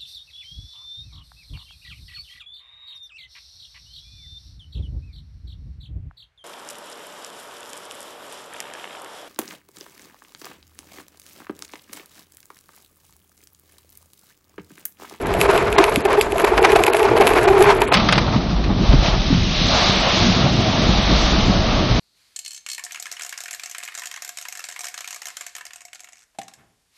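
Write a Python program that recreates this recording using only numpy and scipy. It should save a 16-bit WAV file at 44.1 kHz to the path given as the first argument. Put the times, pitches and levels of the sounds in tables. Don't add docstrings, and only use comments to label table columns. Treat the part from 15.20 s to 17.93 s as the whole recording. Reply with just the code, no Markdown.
import sys
import numpy as np
from scipy import signal
from scipy.fft import rfft, irfft
from scipy.io import wavfile
from scipy.ndimage import uniform_filter1d

SR = 44100
rng = np.random.default_rng(int(sys.argv[2]) if len(sys.argv) > 2 else 0)


def to_linear_factor(level_db):
    exponent = np.asarray(level_db, float) / 20
    return 10 ** exponent


def materialize(psi):
    bounded = np.clip(np.atleast_2d(psi).T, -1, 1)
    quanta = np.round(bounded * 32767).astype(np.int16)
    wavfile.write(sys.argv[1], SR, quanta)


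N = 120393
T = np.arange(N) / SR


def rms_one(x):
    return x / np.sqrt(np.mean(x ** 2) + 1e-20)


def curve(rows, axis=1):
    rows = np.array(rows)
    return np.interp(T, rows[:, 0], rows[:, axis])


def drift(rate_hz):
    r = np.exp(-16 * np.pi * rate_hz / SR)
    noise = rng.standard_normal(N // 8 + 3002)
    slow = signal.lfilter([1], [1, -2 * r, r * r], noise)[3000:]
    return np.interp(np.arange(N) / 8, np.arange(len(slow)), rms_one(slow))


def resonate(x, hz, width_hz):
    r = np.exp(-np.pi * width_hz / SR)
    feedback = [1, -2 * r * np.cos(2 * np.pi * hz / SR), r * r]
    return signal.lfilter([(1 - r * r) / 2, 0, (r * r - 1) / 2], feedback, x)


def ring(clicks, modes):
    out = 0
    for hz, db, t60 in modes:
        r = to_linear_factor(-60 / (t60 * SR))
        w = 2 * np.pi * hz / SR
        hits = clicks * to_linear_factor(2.5 * drift(150)) + 1e-18
        out = out + signal.lfilter([0, to_linear_factor(db) * np.sin(w)], [1, -2 * r * np.cos(w), r * r], hits)
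    return signal.sosfilt(signal.butter(4, 1800, "high", fs=SR, output="sos"), out)


def banded(spectrum, patchy_db, rate_hz, count):
    hz, db = np.transpose(spectrum)
    edges = np.geomspace(hz[0], hz[-1], count + 1)
    white = rng.standard_normal((2, N))
    shared = drift(rate_hz)
    out = 0
    for k, (low, high) in enumerate(zip(edges, edges[1:])):
        band = signal.sosfilt(signal.butter(2, [low, high], "band", fs=SR, output="sos"), white[k % 2])
        level_db = np.interp(np.log(low * high) / 2, np.log(hz), db)
        flicker_db = patchy_db * (0.12 * shared + 1.5 * drift(rate_hz / 2))
        out = out + band * to_linear_factor(level_db + flicker_db)
    return rms_one(out)


# start_s, level_db, graininess_db
RUNNER_LOAD = [(0, -28, 5), (.12, -20, 0), (.36, -17, 2), (.55, -20.5, -3), (.7, -18.5, 7), (.82, -26, 13),
               (.92, -15.5, -8), (1.08, -24, -1), (1.2, -20.5, 5.5), (1.6, -18.5, 1), (1.9, -17, -0.5),
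               (2.2, -16.5, 5), (2.5, -16.5, 4), (2.73, -22, 8)]


def runner_load():
    load_db = curve(RUNNER_LOAD)
    return load_db, load_db + curve(RUNNER_LOAD, axis=2)


# pitch_hz, level_db (per Hz)
WIND_SPECTRUM = [(20, -9), (45, 2.5), (150, -6.5), (290, -7)]
# start_s, level_db
GUSTS = [
    (0.0, -29.5),
    (0.15, -29),
    (0.56, -32),
    (0.81, -34),
    (0.82, -36),
    (1.57, -32.5),
    (1.69, -41.5),
    (1.97, -30.5),
    (2.41, -28),
    (2.73, -29),
]


def wind():
    return to_linear_factor(curve(GUSTS) + 3.0) * banded(WIND_SPECTRUM, patchy_db=2.0, rate_hz=9.0, count=7)


# pitch_hz, level_db (per Hz)
HISS_SPECTRUM = [(2800, -10), (4000, -7.5), (6200, -14.5), (7700, -9), (8900, -21.5), (11300, -4.5),
                 (12400, -7)]


def runner_hiss(bright_load, crush, shake, grind, spray):
    rubbing = to_linear_factor(-35) * (bright_load + 0.5 * crush + 0.15 * shake)
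    level = rubbing + to_linear_factor(-29) * grind + spray
    return level * banded(HISS_SPECTRUM, patchy_db=3.1, rate_hz=28, count=12)


# pitch_hz, level_db, fade_s (time to fall 60 dB)
KNOCK_TONES = [(2416, 9.5, 0.004), (2870, -16, 0.011)]
# pitch_hz, level_db, fade_s (time to fall 60 dB)
TICK_TONES = [(4970, -9, 0.0013), (6500, -14, 0.003), (7700, -6.5, 0.0029), (10560, -2, 0.0023),
              (11490, -4.5, 0.0042)]


def grains(bright_load_db):
    grains_per_s, spread_db, level_db = 200, 5.5, -27.5
    sizes = to_linear_factor(spread_db * np.minimum(rng.exponential(1, (2, N)), 3))
    sizes = sizes * rng.choice([-1, 1], (2, N))
    born = rng.random(N) < grains_per_s * to_linear_factor(5 * drift(20)) / SR
    ticks = ring(sizes[0] * born, TICK_TONES)
    knocks = ring(sizes[1] * born, KNOCK_TONES)
    return to_linear_factor(bright_load_db + level_db) * rms_one(ticks + 0.24 * knocks)


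# pitch_hz, width_hz, level_db
FRAME_TONES = [(404, 103.8, 6), (684.6, 101, -3.5), (809, 142, -8), (917, 496, -7.5), (1334, 354, -13.5),
               (1490, 610, -19), (2252, 550, -17), (2660, 1530, -33.5)]


def frame(load, rattle, shake, grind):
    grit_db, grit_hz = 2.2, 60
    lumps_hz, lumpy_db = 26.6, 1.0
    white = rng.standard_normal((2, N)) * to_linear_factor(grit_db * drift(grit_hz))
    lumps = drift(lumps_hz)
    modes = []
    for k, (hz, width, db) in enumerate(FRAME_TONES):
        tone = rms_one(resonate(resonate(white[k % 2], hz, width), hz, 2 * width))
        level = to_linear_factor(db + lumpy_db * (lumps + drift(9.8)))
        modes.append(level * tone * np.sqrt(width / FRAME_TONES[0][1]))

    power = modes[0] ** 2
    lowest = modes[0] / np.sqrt(1 + uniform_filter1d(power, size=220) / np.mean(power))
    out = 0.89 * lowest * load ** 3 / (load + shake) ** 2
    for k, mode in enumerate(modes[1:]):
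        out = out + mode * (0.85 * load + rattle + grind * to_linear_factor(1.5 * k))
    return out


# start_s, level_db (of the bright tick), knock_db (relative to the tick)
HARD_SNAPS = [(0.0687, -21, -19), (0.2128, -0.5, -5.5), (0.377, -11, 0.5), (0.5832, -13, -11),
              (0.6402, -6.5, 2.5), (0.7585, -7.5, -1.5), (0.852, -16, 1), (1.011, 2, -9),
              (1.2472, -13, -15), (1.3779, -28, 20), (1.4276, -16.5, 3), (1.5601, -12.5, -2),
              (1.6367, -5.5, -4.5), (1.6652, -9.5, 0.5), (1.734, -10.5, -6), (1.9763, -16.5, 0),
              (2.0097, -12.5, -4), (2.0697, -3.5, -2), (2.1347, -18, 2.5), (2.4242, -5, -6.5),
              (2.603, -47, -2), (2.618, -10, -1), (2.6771, -20, -3), (2.7177, -21.5, 5)]
# start_s, level_db
ICE_CRACKS = [(0.139, -18), (0.204, -16), (0.312, -16.5), (0.5265, -15.5), (0.9294, -19.5), (1.1208, -18),
              (1.1815, -15), (1.1977, -18.5), (1.5027, -21), (1.5187, -12.5), (1.7677, -12), (1.794, -16),
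              (1.8294, -15), (2.0762, -9), (2.091, -16), (1.984, -20), (2.056, -22)]


def snaps():
    bounce_s, bounce_db = 0.003125, -9
    spray_s, spray_db = 0.02, -26
    tick, knock, spray = np.zeros(N), np.zeros(N), np.zeros(N)
    for s, db, knock_db in HARD_SNAPS + [(s, db, -1.5) for s, db in ICE_CRACKS]:
        tick[int((s + 0.0008) * SR)] = to_linear_factor(db)
        knock[int((s + 0.0010) * SR)] = to_linear_factor(db + knock_db)
        knock[int((s + bounce_s) * SR)] = -to_linear_factor(db + np.minimum(knock_db, 0) + bounce_db)
        fade_s = np.where(T > s, spray_s, 0.5 * spray_s)
        spray += to_linear_factor(db + spray_db) * np.exp(-np.abs(T - s) / fade_s)
    return ring(tick, TICK_TONES) + ring(knock, KNOCK_TONES), spray


# centre_s, length_s, level_db
GRINDING_BURSTS = [(0.13, 0.009, -39), (0.305, .03, -15), (0.356, 0.04, -21), (.565, 0.0041, -15),
                   (.586, 0.0064, 2.5), (0.628, 0.047, -18.5), (0.682, 0.0074, -31), (0.857, 0.0096, -15.5),
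                   (0.985, 0.016, -22.5), (1.2, 0.023, -22.5), (1.246, 0.01, -9), (1.279, 0.021, -15),
                   (1.348, 0.017, -27), (1.381, .012, -11), (1.449, 0.016, -3.5), (1.512, 0.072, -17),
                   (1.563, 0.017, -12), (1.591, 0.021, -25), (1.682, 0.0066, -13), (1.749, 0.0075, -10.5),
                   (1.962, 0.016, -28), (2.013, .024, -15.5), (2.099, 0.031, -19), (2.179, 0.029, -13.5),
                   (2.227, 0.013, -28), (2.285, 0.013, -18.5), (2.415, 0.018, -24), (2.497, 0.054, -12),
                   (2.634, 0.03, -21), (2.724, .011, -8.5)]


def scrapes():
    out = np.zeros(N)
    for s, length, db in GRINDING_BURSTS:
        out += to_linear_factor(db) * np.exp(-(2.04 * (T - s) / length) ** 2)
    return out


# start_s, level_db, pitch_hz
CRUST_BREAKS = [(0.146, 0, 677), (0.292, -21, 1230), (0.56, -11, 710), (0.584, 6, 1070), (0.63, 2, 930),
                (0.852, -2, 800), (1.156, 0.5, 667), (1.241, -1, 623), (0.942, -12, 740), (1.333, 2.5, 883),
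                (1.389, -3, 790), (1.603, 1, 740), (1.966, 6, 650), (2.27, 3, 737), (2.493, -10, 706),
                (1.443, 9.5, 785), (1.563, 6, 773), (1.589, 0, 704), (1.744, 1, 677), (1.848, 6, 897),
                (2.009, 8.5, 777), (2.112, -20, 670), (2.172, 6, 718), (2.524, -1, 968), (2.614, 6.5, 920),
                (2.722, 2.5, 714)]


def crunches():
    rise_s, fall_s, level_db = 0.0037, 0.0054, -10
    out, crush = np.zeros(N), np.zeros(N)
    for s, db, hz in CRUST_BREAKS:
        t = np.clip(T - s, 0, 1)
        rise = 1 - np.exp(-(t / rise_s) ** 2)
        fall = np.exp(-(t / (rise_s + fall_s)) ** 2)
        shape = to_linear_factor(db) * rise * fall
        out += shape * np.sin(2 * np.pi * hz * t)
        crush += shape
    return to_linear_factor(level_db) * out, crush


# centre_s, length_s, level_db, pitch_hz
FRAME_JOLTS = [(0.259, 0.007, -12.0, 449.0), (0.296, 0.012, -6.0, 396.0), (0.367, 0.007, -12.0, 410.0),
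               (0.586, 0.014, -7.0, 403.0), (0.609, 0.01, -4.0, 371.0), (0.859, 0.016, -9.0, 396.0),
               (0.942, 0.009, -12.0, 419.0), (0.988, 0.018, -6.0, 411.0), (1.131, 0.008, -12.0, 395.0),
               (1.243, 0.009, -6.0, 398.0), (1.324, 0.01, -8.0, 399.0), (1.394, 0.006, -9.0, 419.0),
               (1.423, 0.007, -6.0, 420.0), (1.436, 0.009, -9.0, 423.0), (1.451, 0.01, -9.0, 407.0),
               (1.486, 0.007, -12.0, 404.0), (1.504, 0.01, -9.0, 412.0), (1.535, 0.012, -4.0, 411.0),
               (1.558, 0.007, -6.0, 409.0), (1.595, 0.009, -10.0, 409.0), (1.609, 0.007, -11.0, 374.0),
               (1.685, 0.008, -9.0, 399.0), (1.704, 0.009, -12.0, 416.0), (1.748, 0.014, -13.0, 398.0),
               (1.803, 0.01, -12.0, 398.0), (1.824, 0.016, -9.0, 428.0), (1.855, 0.019, -10.0, 408.0),
               (1.918, 0.006, -6.0, 396.0), (1.938, 0.006, -9.0, 421.0), (1.956, 0.007, -8.0, 434.0),
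               (1.986, 0.006, -9.0, 400.0), (2.006, 0.009, -3.0, 408.0), (2.021, 0.011, -11.0, 378.0),
               (2.067, 0.008, -11.0, 445.0), (2.114, 0.008, -8.0, 415.0), (2.14, 0.006, -10.0, 398.0),
               (2.169, 0.006, -9.0, 382.0), (2.191, 0.007, -10.0, 428.0), (2.238, 0.008, -12.0, 390.0),
               (2.279, 0.019, -7.0, 386.0), (2.312, 0.019, -5.0, 384.0), (2.348, 0.018, -9.0, 404.0),
               (2.373, 0.015, -7.0, 395.0), (2.405, 0.019, -5.0, 376.0), (2.419, 0.014, -3.0, 413.0),
               (2.436, 0.012, -12.0, 428.0), (2.487, 0.043, -8.0, 404.0), (2.531, 0.011, -12.0, 410.0),
               (2.623, 0.013, -11.0, 404.0), (2.726, 0.007, -13.0, 448.0)]
# centre_s, length_s, level_db, pitch_hz
MORE_JOLTS = [
    (0.596, 0.0088, -8.5, 340),
    (0.69, 0.018, -15, 429),
    (0.784, 0.0096, -16, 332),
]


def jolts():
    octave_db, trim_db = -10, 1.2
    pitch_wander, squareness = 0.015, 1.15
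    out, shake = np.zeros(N), np.zeros(N)
    wander = np.cumsum(drift(63.3)) / SR
    for s, length, db, hz in FRAME_JOLTS + MORE_JOLTS:
        swell = np.clip(0.5 + squareness * (0.5 - np.abs(T - s) / length), 0, 1)
        shape = to_linear_factor(db + trim_db) * np.sin(np.pi / 2 * swell) ** 2
        phase = 2 * np.pi * hz * (T - s + pitch_wander * wander)
        out += shape * (np.sin(phase) + to_linear_factor(octave_db) * np.sin(2 * phase + 1))
        shake += shape
    return out, shake


def thump():
    centre_s, length_s, level_db, pitch_hz = 0.777, 0.0045, -11, 230
    t = T - centre_s
    swell = np.exp(-(t / length_s) ** 2)
    return -to_linear_factor(level_db) * swell * np.cos(2 * np.pi * pitch_hz * t * (1 + 45 * t))


def scene():
    load_db, bright_load_db = runner_load()
    swing, shake = jolts()
    crunch, crush = crunches()
    snap, spray = snaps()
    grind = scrapes()
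    rattle = to_linear_factor(-35) * shake + to_linear_factor(-30) * crush
    mix = wind() + runner_hiss(to_linear_factor(bright_load_db), crush, shake, grind, spray)
    mix = mix + grains(bright_load_db)
    mix = mix + frame(to_linear_factor(load_db - 3.5), rattle, shake, to_linear_factor(-9) * grind)
    mix = mix + snap + crunch + swing + thump()
    return mix[None]


def low_pass(x):
    return signal.sosfilt(signal.butter(12, 14800, fs=SR, output="sos"), x)


# start_s, length_s
TREBLE_DROPS = [(0.049, 0.0088), (0.27, 0.0059), (0.557, 0.022), (0.819, 0.027), (0.873, 0.0052),
                (1, 0.011), (1.235, 0.0066), (1.255, 0.0057), (1.39, 0.027), (1.545, 0.0038), (1.65, 0.01),
                (1.706, 0.025), (1.737, 0.0082), (1.989, 0.0082), (2.025, 0.0077), (2.255, 0.022),
                (2.458, 0.0049), (2.585, 0.017), (2.625, 0.01), (2.653, 0.025), (2.685, 0.041)]
DROP_BORDERS = [3400, 4300, 5200, 6200, 7200, 8300, 9400, 10500, 11500, 13000]


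def record(dry):
    drop_db, ragged, fade_s = -40, 0.35, 0.002
    cutoff_hz, clip_level = 12600, 0.66
    start, length = np.transpose(TREBLE_DROPS)
    hz = np.fft.rfftfreq(N, 1 / SR)
    spectrum = rfft(dry)
    out = dry.copy()
    for k, (low, high) in enumerate(zip(DROP_BORDERS, DROP_BORDERS[1:])):
        band = irfft(spectrum * ((hz >= low) & (hz < high)), N)
        shorter = (k < 2) * (2 - k) / 2
        trim = ragged * length * (rng.uniform(-0.5, 1, (2, len(start))) + shorter)
        since_start = T[:, None] - start - trim[0]
        until_end = start + length - trim[1] - T[:, None]
        gate = np.clip(np.minimum(since_start, until_end) / fade_s + 1, 0, 1).max(1)
        out = out - band * gate * (1 - to_linear_factor(drop_db))
    out = signal.sosfilt(signal.cheby2(16, 70, cutoff_hz, fs=SR, output="sos"), out)
    out = out / (1 + np.abs(out / clip_level) ** 20) ** (1 / 20)
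    shelf_db = -11 * np.clip((hz - cutoff_hz) / 700 + 1, 0, 1)
    slope_db = -5 * np.clip(hz - cutoff_hz, 0, None) / 1000
    out = irfft(rfft(out) * to_linear_factor(shelf_db + slope_db), N)
    return low_pass(out)


dry = scene()
out = record(dry)
materialize(out)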